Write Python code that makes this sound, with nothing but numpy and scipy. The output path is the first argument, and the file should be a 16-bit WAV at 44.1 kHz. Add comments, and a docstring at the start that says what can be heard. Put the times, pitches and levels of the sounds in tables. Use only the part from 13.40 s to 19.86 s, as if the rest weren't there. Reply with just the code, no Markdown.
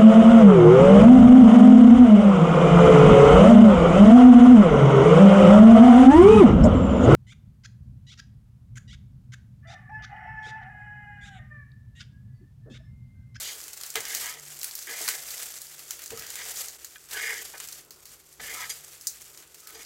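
"""A wooden spatula turns rice in a hot non-stick pan, close to a small microphone. From the start oil and steam hiss
and spit where the hot floor is bared, the edge scrapes, the stove shudders and a faint hum fills the kitchen.
Soon single drops pop, and from half a second on blows of wood or a hard nut ring the pan. Seven scraping strokes
come and go, the fifth the strongest. Hiss and drops are shaped noise; scrapes and blows ring the pan's damped modes."""
import sys
import numpy as np
from scipy import signal
from scipy.fft import rfft, irfft, next_fast_len
from scipy.io import wavfile
from scipy.ndimage import map_coordinates

SR = 44100
rng = np.random.default_rng(int(sys.argv[2]) if len(sys.argv) > 2 else 0)


def linear_from_db(decibels):
    """Turn decibels (scalar or array-like) into linear amplitude factors; 0 gives 1."""
    return 10 ** (np.asarray(decibels, float) / 20)


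def wav_out(sig):
    """Save sig, one row per channel (or a flat mono array), as 16-bit PCM at SR to the path in sys.argv[1]."""
    wavfile.write(sys.argv[1], SR, np.round(np.clip(np.atleast_2d(sig).T, -1, 1) * 32767).astype(np.int16))


N = 284709  # samples, about 6.5 s

# oil and steam on the hot metal: (time [s], hiss drive [dB])
HISS_SWELLS = [(0.0, -36.5), (0.15, -43), (0.26, -47), (0.48, -44.5), (0.55, -53), (0.57, -44), (0.64, -43),
               (0.76, -32.5), (0.88, -36.5), (0.97, -48.5), (1.12, -44.5), (1.36, -43.5), (1.49, -42),
               (1.64, -35), (1.8, -41), (1.97, -37.5), (2.2, -43.5), (2.48, -47), (2.6, -48.5), (2.84, -47),
               (2.97, -41.5), (3.21, -36), (3.28, -43), (3.31, -48), (3.44, -51.5), (3.52, -52),
               (3.62, -54), (3.7, -51), (3.715, -39), (3.86, -40), (3.99, -41.5), (4.07, -45.5),
               (4.15, -49), (4.24, -42), (4.33, -49.5), (4.4, -47.5), (4.48, -61), (4.72, -51.5),
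               (4.8, -56.5), (4.99, -56), (5.01, -42), (5.14, -40.5), (5.3, -44.5), (5.6, -52), (5.84, -49),
               (6.08, -56.5), (6.26, -52), (6.45, -47.5)]
# colour of the hiss: (frequency [Hz], relative level [dB])
HISS_COLOUR = [(1760, -40), (3000, -18), (4240, -6.5), (4600, -3), (5140, -3), (7510, 1), (9170, -4),
               (13200, -3), (15600, -9)]
# colour of the low sputter under the hiss: (frequency [Hz], relative level [dB])
SPUTTER_COLOUR = [(290, -20), (500, -6.5), (649, -7), (739, -5), (1020, -10), (1210, -4.5), (2010, -2),
                  (3500, -6), (4550, -21), (7700, -120)]
# room murmur: (frequency [Hz], relative level [dB])
MURMUR_COLOUR = [(71, -39), (120, -48), (141, -45), (226, -22), (321, -2.5), (431, -1.5), (459, -5),
                 (796, -14), (866, -12), (1500, -10), (1950, -61), (3300, -120)]
# hum lines: (frequency [Hz], middle peak level [dB], waver speed [random points per s])
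HUM_LINES = [(62, -74, 10), (147.2, -71, 4.7)]
# the stove top shudders when the pan is pushed: (time the fall starts [s], level [dB], time to fall 60 dB [s])
STOVE_JOLTS = [(0.0, -56, 0.29), (0.58, -53, 0.21), (0.81, -62, 0.36), (1.72, -77, 0.99), (2.73, -48, 0.37),
               (3.0, -70, 0.33), (3.71, -63, 0.43), (3.96, -71, 1.9), (4.7, -69, 0.32), (5.01, -52.5, 0.32),
               (5.14, -60.5, 0.67), (6.37, -70, 0.35)]
# colour of the shudder: (frequency [Hz], relative level [dB])
STOVE_COLOUR = [(12, -40), (20, -11), (69, 4), (135, -2.5), (179, -6), (260, -4.5), (340, -26), (570, -120)]
# the edge on the metal, one list a stroke:
# (time [s], scrape drive [dB], pitch of the best rung modes [Hz], push drive on the lowest modes [dB])
STROKES = [
    [(0.0, -73, 2090, -59), (0.028, -52.5, 2080, -70), (0.092, -43, 2060, -61), (0.16, -73, 2180, -66)],
    [(0.565, -36.5, 2040, -42), (0.625, -51, 1920, -54), (0.663, -42.5, 1900, -57), (0.755, -39, 2040, -55),
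     (0.761, -47, 2040, -55), (0.857, -38, 2050, -60), (0.933, -47, 2060, -66), (0.951, -50, 2080, -52.5),
     (0.99, -57.5, 1890, -62)],
    [(1.472, -41, 1940, -53), (1.524, -39, 1930, -48.5), (1.582, -44.5, 2020, -62),
     (1.61, -43.5, 2000, -47.5), (1.67, -47, 1930, -69), (1.688, -36, 1890, -50), (1.702, -42, 1890, -59),
     (1.718, -38.5, 1800, -54.5), (1.83, -56.5, 2070, -60.5)],
    [(2.72, -56, 1930, -50), (2.762, -58, 1900, -57), (2.868, -47, 1790, -61), (2.94, -51, 1990, -61),
     (3.004, -39, 2060, -54), (3.022, -43.5, 2000, -60.5), (3.086, -54, 2020, -57), (3.232, -67, 2200, -66),
     (3.3, -64, 1850, -61)],
    [(3.712, -51, 1680, -66), (3.77, -31, 1640, -49), (3.796, -32.5, 1770, -60),
     (3.824, -30.5, 2060, -45.5), (3.872, -27.5, 2000, -58), (3.932, -34, 1910, -47.5),
     (3.976, -40.5, 1860, -57), (3.984, -41, 1840, -55), (4.1, -67, 2080, -72)],
    [(5.0, -40, 1810, -48), (5.016, -50, 1820, -50), (5.032, -40.5, 1950, -56), (5.148, -44, 2230, -51.5),
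     (5.192, -40.5, 2030, -67), (5.244, -37, 1940, -60), (5.28, -53, 2000, -62), (5.3, -42, 2050, -56.5),
     (5.36, -68, 1990, -68)],
    [(6.3, -54, 2030, -70), (6.316, -73, 2000, -59), (6.326, -64.5, 1980, -61), (6.336, -74, 1950, -58),
     (6.348, -59, 1890, -58), (6.402, -48, 2200, -55), (6.416, -50, 2160, -64), (6.45, -62, 2080, -57)],
]
# how each stroke bears on other modes when the scrape is -45 dB: (modes near 1.2 kHz [dB], high modes [dB])
STROKE_BEARING = [(-65, -35.5), (-55.5, -43.5), (-57, -48), (-67, -45), (-63, -47), (-64, -46),
                  (-54, -43.5)]
# extra drive near 1.2 kHz as the edge squeaks: (centre [s], time from centre to 1/e [s], drive [dB])
EDGE_SQUEAKS = [(0.1, 0.025, -50), (0.882, 0.058, -43.5), (2.775, 0.03, -46.5), (3.007, 0.05, -50),
                (3.8, .04, -55), (5.206, 0.068, -39.5)]
# modes of the loaded pan: (frequency [Hz], width before extra damping [Hz], relative level [dB])
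PAN_MODES = [(314, 125, -3), (451.4, 14.3, 7), (494, 125, 2.5), (717, 230, 6), (1000, 37, -3.5),
             (1095, 150, -7), (1290, 20, -0.5), (1506, 9.9, 0), (1677, 54, 7), (1714, 74, 8),
             (1900, 310, 6), (2060, 7.2, 1), (2158, 31, -0.5), (2438, 19, 0.5), (2880, 290, -1),
             (3270, 14, -2), (3303, 32, -2), (3620, 1800, 2), (4860, 8, -1), (5986, 14, 1), (6740, 520, -8),
             (6500, 17, 0), (7180, 14, 1), (8000, 27, -43), (8720, 14, 2.5), (11260, 7.2, 1),
             (13100, 75, -15)]
# the loudest spits, levels before colouring:
# (time [s], peak of the crack [dB], body against the crack [dB], own pitch [Hz])
LOUD_SPITS = [(0.1315, -28, -21, 6270), (0.2024, -29, -11, 7120), (0.2396, -24, -26, 7220),
              (0.2808, -25.5, -14, 7240), (0.3322, -25.5, -22, 8150), (0.3746, -26, -18, 7500),
              (0.4115, -23.5, -15, 8000), (0.435, -20, -13.5, 4830), (0.4626, -26, -23, 7430),
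              (0.5023, -23.5, -20, 7220), (0.5408, -28, -12, 8000), (0.5562, -14, -7, 7300),
              (0.605, -19.5, -20, 7300), (0.6527, -19.5, -10, 5380), (0.726, -23, -14, 7120),
              (0.7485, -13, -13, 6510), (0.8952, -21, -14, 7760), (1.213, -23, -25, 5890),
              (1.231, -16.5, -18, 11700), (1.2433, -13.5, -21, 10700), (1.3527, -19, -21, 13700),
              (1.3902, -24, -19, 6640), (1.4266, -24, -25, 5920), (1.614, -20, -21, 7850),
              (1.6784, -13.5, -11.5, 4520), (1.6872, -9.5, -13, 7700), (1.9047, -20, -22, 7060),
              (2.0304, -21.5, -24, 7600), (2.2169, -22, -26, 8700), (2.393, -27, -13, 5320),
              (2.4832, -37, -14, 7380), (2.5077, -15.5, -11.5, 6500), (2.5922, -26.5, -11, 13200),
              (2.619, -28.5, -11, 8020), (2.6383, -24, -20, 6890), (2.6599, -22.5, -16, 7000),
              (2.7053, -25, -5.5, 6860), (2.7743, -23, -17, 5920), (2.7943, -23.5, -14, 5540),
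              (2.8225, -28, -6, 6720), (2.8665, -25, -13, 5340), (2.9028, -20, -17, 7000),
              (2.9557, -22, -11, 7520), (3.107, -24.5, -14, 8060), (3.2837, -23.5, -28, 7000),
              (3.4458, -23, -16, 6940), (3.7105, -24.5, -13, 7820), (3.7322, -22.5, -9, 4720),
              (4.0023, -39, -21, 7580), (4.1799, -28, -17, 7730), (4.2013, -20.5, -11, 7460),
              (4.2742, -27.5, -24, 7400), (4.2864, -25, -14, 6050), (4.3268, -23.5, -23, 6500),
              (4.507, -28.5, -16, 5000), (4.6548, -31, -16, 4900), (4.9268, -35.5, -32, 6570),
              (5.2954, -19.5, -21, 7180), (5.6112, -28, -27, 7240), (5.67, -12.5, -27.5, 6840),
              (5.8182, -30, -22, 7600), (5.9229, -41, -16, 6930), (5.9319, -38, -30, 7360),
              (5.9747, -31.5, -12, 6240), (6.0242, -33, -8.5, 7550), (6.1444, -35.5, -11, 7380),
              (6.2033, -34.5, -18, 6890), (6.2719, -26, -14.5, 10900), (6.292, -36, -14, 7320)]
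# high part of a spit: (frequency [Hz], relative level [dB])
CRACK_COLOUR = [(2500, -61), (4000, 3.5), (5000, 3), (7000, 4), (10000, 0.5), (15600, 2)]
# low part of a spit: (frequency [Hz], relative level [dB])
BODY_COLOUR = [(300, -21), (800, -8.5), (1500, 0.5), (3000, 2), (4500, -4.5), (7000, -52)]
# wood or a hard nut striking the pan, and at 5.671 s the ringing tail of a loud pop: (time [s], rms level of
# the first 20 ms [dB], # best rung pitch [Hz], loss an octave from it [dB], fading time of the contact [s])
BLOWS = [(0.552, -34.5, 790, 0.5, 0.011), (1.469, -53, 1900, 26, 0.02), (1.678, -37, 1430, 26, 0.0043),
         (2.714, -43, 420, 55, 0.023), (3.558, -47.5, 2300, 13, 0.00085), (3.713, -53, 1590, 31, 0.0093),
         (4.136, -43.5, 1250, 3, 0.02), (4.997, -46.5, 1700, 3, 0.0022), (5.298, -32.5, 6350, 6.5, 0.013),
         (5.671, -33, 6550, 45, 0.0096), (6.225, -62, 1290, 93, 0.022), (6.26, -57.5, 1290, 97, 0.042),
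         (6.345, -48.5, 5000, 7, 0.014)]

SPUTTER_DB, SPUTTER_GROWS = -54.5, 0.9  # sputter drive when the hiss is -45.5 dB; dB gained per dB of hiss
JOLT_RISE_S, STOVE_REST_DB = 0.025, -72.5
MID_GROWS, HIGH_GROWS = 0.45, 0.58  # dB gained per dB of scrape
EDGE_DAMPS, EDGE_DAMPS_HZ = 0.0049, 14  # extra width under the edge: share of the pitch per kHz, plus Hz
SNAP_DB, SNAP_T60_S = 7, 0.002  # first snap of a spit over its main part; time to fall 60 dB
POP_T60_S = 0.015  # typical time for a loud spit to fall 60 dB
BLOW_DAMPS, BLOW_RISE = 0.008, 0.053  # extra width as a share of pitch; rise as a share of contact time
TOP_HZ = 15850


def unit(x):
    """Scaled to rms 1."""
    return x / np.sqrt(np.mean(x ** 2) + 1e-20)


def curves(rows):
    """One value per sample for each column after the time."""
    s, *columns = np.transpose(rows)
    return [np.interp(np.arange(N) / SR, s, column) for column in columns]


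def wobble(rate):
    """A smooth curve through random points, rate points a second."""
    return map_coordinates(rng.standard_normal(N // 40), [np.arange(N) * rate / SR])


def filtered(x, response, size=N):
    """x passed through a filter given as a function of frequency."""
    m = next_fast_len(size + 8192)  # spare room for the filter's tail
    return irfft(rfft(x, m) * response(np.fft.rfftfreq(m, 1 / SR)), m)[:size]


def colour(spectrum):
    """Gain drawn through (Hz, dB) points on a log axis, keeping the power of white noise."""
    f, db = np.transpose(spectrum)
    return lambda hz: unit(linear_from_db(np.interp(np.log(hz + 1), np.log(f), db)))


def mode(hz, width_hz):
    """One resonance that rings after it is driven, with the same power gain for every width."""
    return lambda f: 1j * f * np.sqrt(width_hz * SR) / (hz * hz - f * f + 1j * f * width_hz)


def bursts(s, db, hz, t60, tail_db, tail_t60, peak_db, size):
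    """Noise bursts of set peak, louder or duller by peak_db at their own pitch, with a faint echo in the pan's bowl."""
    t, f = np.arange(size) / SR, np.fft.rfftfreq(size, 1 / SR)
    main = linear_from_db(-60 * t / np.maximum(t60, 1 / SR)[:, None])
    tail = linear_from_db(tail_db - 60 * t / tail_t60)
    snap = linear_from_db(SNAP_DB - 60 * t / SNAP_T60_S)
    shape = (main + tail + snap) * (1 - np.exp(-t / 0.00021))  # rises in a fraction of a millisecond
    tint = linear_from_db(peak_db * np.exp(-8 * np.log2((f + 1) / hz[:, None]) ** 2))
    rows = irfft(rfft(shape * rng.standard_normal((len(s), size))) * tint, size)
    rows = linear_from_db(db)[:, None] * rows / np.abs(rows).max(axis=1, keepdims=True)
    at = np.round(s * SR).astype(int)[:, None] + np.arange(size)
    return np.bincount(at.ravel(), rows.ravel(), N + size + SR)[:N]  # adds bursts that overlap


def small_spits():
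    """A crowd of small spits at random times; big ones are rare, as their dB sizes fall off exponentially."""
    when, size, pitch, life = rng.random((1800, 4)).T
    size_db = np.minimum(2.5 - 2.74 * np.log(size), 19)
    hz = 4000 * 3.5 ** pitch
    t60 = 0.0099 + 0.0041 * life ** 2
    return bursts(when * N / SR, size_db, hz, t60, -33.0, 0.03, peak_db=9.0, size=1024)


def sizzle():
    """Steam hiss in quick swells: flickering noise and small spits, coloured once as fizz and once as low sputter."""
    hiss_db, = curves(HISS_SWELLS)
    hiss_db = hiss_db + 0.7 * wobble(12)
    sputter_db = SPUTTER_DB + SPUTTER_GROWS * (hiss_db + 45.5) + 0.5 * wobble(11)
    hiss = linear_from_db(-2.0 + 0.47 * wobble(25) + 2.4 * wobble(90)) * rng.standard_normal(N)
    spits = small_spits()
    fizz = linear_from_db(hiss_db) * filtered(hiss + spits, colour(HISS_COLOUR))
    sputter = linear_from_db(sputter_db) * filtered(hiss + 0.7 * spits, colour(SPUTTER_COLOUR))
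    return fizz + sputter


def murmur():
    """Room murmur: coloured noise that slowly wavers in level."""
    noise = unit(filtered(rng.standard_normal(N), colour(MURMUR_COLOUR)))
    return linear_from_db(-66 + 2.2 * wobble(7.7)) * noise


def hum():
    """Two steady pitches that waver slightly in level and phase."""
    t = np.arange(N) / SR
    sound = np.zeros(N)
    for hz, db, waver in HUM_LINES:
        level = linear_from_db(db + 2.9 * wobble(waver))
        sound += level * np.sin(2 * np.pi * hz * t + 0.13 * wobble(waver))
    return sound


def jolts():
    """Strength of the stove's shudder: a restless rest level, and a swell that dies away with each push."""
    t = np.arange(N) / SR
    strength = linear_from_db(STOVE_REST_DB + 1.1 * wobble(8.1))
    for s, db, t60 in STOVE_JOLTS:
        rising = np.maximum(t - (s - JOLT_RISE_S), 0)  # the swell starts just before its listed time
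        falling = np.maximum(t - s, 0)
        strength = strength + linear_from_db(db - 60 * falling / t60) * (1 - np.exp(-rising / JOLT_RISE_S))
    return strength


def stove():
    """The stove top shudders: low coloured noise that swells with the pushes."""
    return jolts() * unit(filtered(rng.standard_normal(N), colour(STOVE_COLOUR)))


def contact():
    """Drive on each group of modes: the edge lands at once, lifts off more slowly and rests at -90 dB between strokes."""
    def lifted(s, best_hz):
        return (s, -90, best_hz, -90, -90, -90)

    table = []
    for rows, (mid_db, high_db) in zip(STROKES, STROKE_BEARING):
        table.append(lifted(rows[0][0] - 0.004, rows[0][2]))
        for row in rows:
            over_db = row[1] + 45
            table.append((*row, mid_db + MID_GROWS * over_db, high_db + HIGH_GROWS * over_db))
        table.append(lifted(rows[-1][0] + 0.13, rows[-1][2]))
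    scrape_db, best_hz, push_db, mid_db, rasp_db = curves(table)
    t = np.arange(N) / SR
    squeak = linear_from_db(mid_db) + sum(linear_from_db(db) * np.exp(-((t - s) / half) ** 2) for s, half, db in EDGE_SQUEAKS)
    return scrape_db, best_hz, push_db, 20 * np.log10(squeak), rasp_db


def scrape():
    """Flickering noise, for wood sticking and slipping on the coating, rings modes damped by the pressing edge."""
    scrape_db, best_hz, push_db, squeak_db, rasp_db = contact()
    slips = unit(linear_from_db(1.9 * wobble(180)) * rng.standard_normal(N))
    sound = np.zeros(N)
    for k, (hz, width_hz, db) in enumerate(PAN_MODES):
        if hz <= 900:
            drive_db = push_db
        elif hz <= 1400:
            drive_db = squeak_db
        elif hz <= 2600:
            drive_db = scrape_db - 70 * np.log2(hz / best_hz) ** 2  # weaker far from the best rung pitch
        else:
            drive_db = rasp_db - 14 * max(np.log2(hz / 4800), 0)  # soft wood hardly reaches the highest modes
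        drive = linear_from_db(drive_db + db - 13.0 + 2.06 * wobble(18)) * slips
        damped_hz = width_hz + EDGE_DAMPS_HZ + EDGE_DAMPS * hz * hz / 1000
        side = (-1) ** k  # neighbouring modes move the air in opposite phase
        sound += side * filtered(drive, mode(hz, damped_hz))
    return sound


def pops():
    """Single drops bursting in the oil: each is a bright crack and a duller body of noise."""
    s, db, body_db, hz = np.transpose(LOUD_SPITS)
    t60 = POP_T60_S * np.exp(0.29 * rng.standard_normal(len(s)))
    crack = bursts(s, db, hz, t60, -11, 0.26, peak_db=4, size=4096)
    body = bursts(s, db + body_db, hz, t60, -8.0, 0.28, peak_db=-11.5, size=4096)
    return filtered(crack, colour(CRACK_COLOUR)) + filtered(body, colour(BODY_COLOUR))


def knocks():
    """Each blow, and one loud pop's tail, is a short rough force; it rings all modes at new strengths, most
    near its best rung pitch."""
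    t = np.arange(SR // 4) / SR
    sound = np.zeros(N + SR)
    for s, db, best_hz, focus_db, contact_s in BLOWS:
        rise = 1 - np.exp(-t / (BLOW_RISE * contact_s))
        force = np.exp(-t / contact_s) * rise * rng.standard_normal(len(t))

        def pan(f):
            response = 0
            for k, (hz, width_hz, level_db) in enumerate(PAN_MODES):
                reach_db = level_db - focus_db * np.log2(hz / best_hz) ** 2 + rng.normal(0, 1)
                response = response + (-1) ** k * linear_from_db(reach_db) * mode(hz, width_hz + BLOW_DAMPS * hz)(f)
            return response

        ring = filtered(force, pan, size=len(t))
        early_rms = np.sqrt(np.mean(ring[:SR // 50] ** 2))
        sound[round(s * SR):][:len(t)] += linear_from_db(db) * ring / early_rms
    return sound[:N]


def scene():
    """All sources, heard by one microphone."""
    mix = sizzle() + murmur() + hum() + stove() + scrape() + pops() + knocks()
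    return mix[None]


def low_pass(x):
    """Removes everything above the highest recorded frequency."""
    return signal.sosfilt(signal.butter(12, 16830, fs=SR, output="sos"), x)


def record(dry):
    """The microphone's sound with everything from TOP_HZ up cut away."""
    mix = filtered(dry[0], lambda hz: hz < TOP_HZ)[None]
    return low_pass(mix)


dry = scene()
out = record(dry)
wav_out(out)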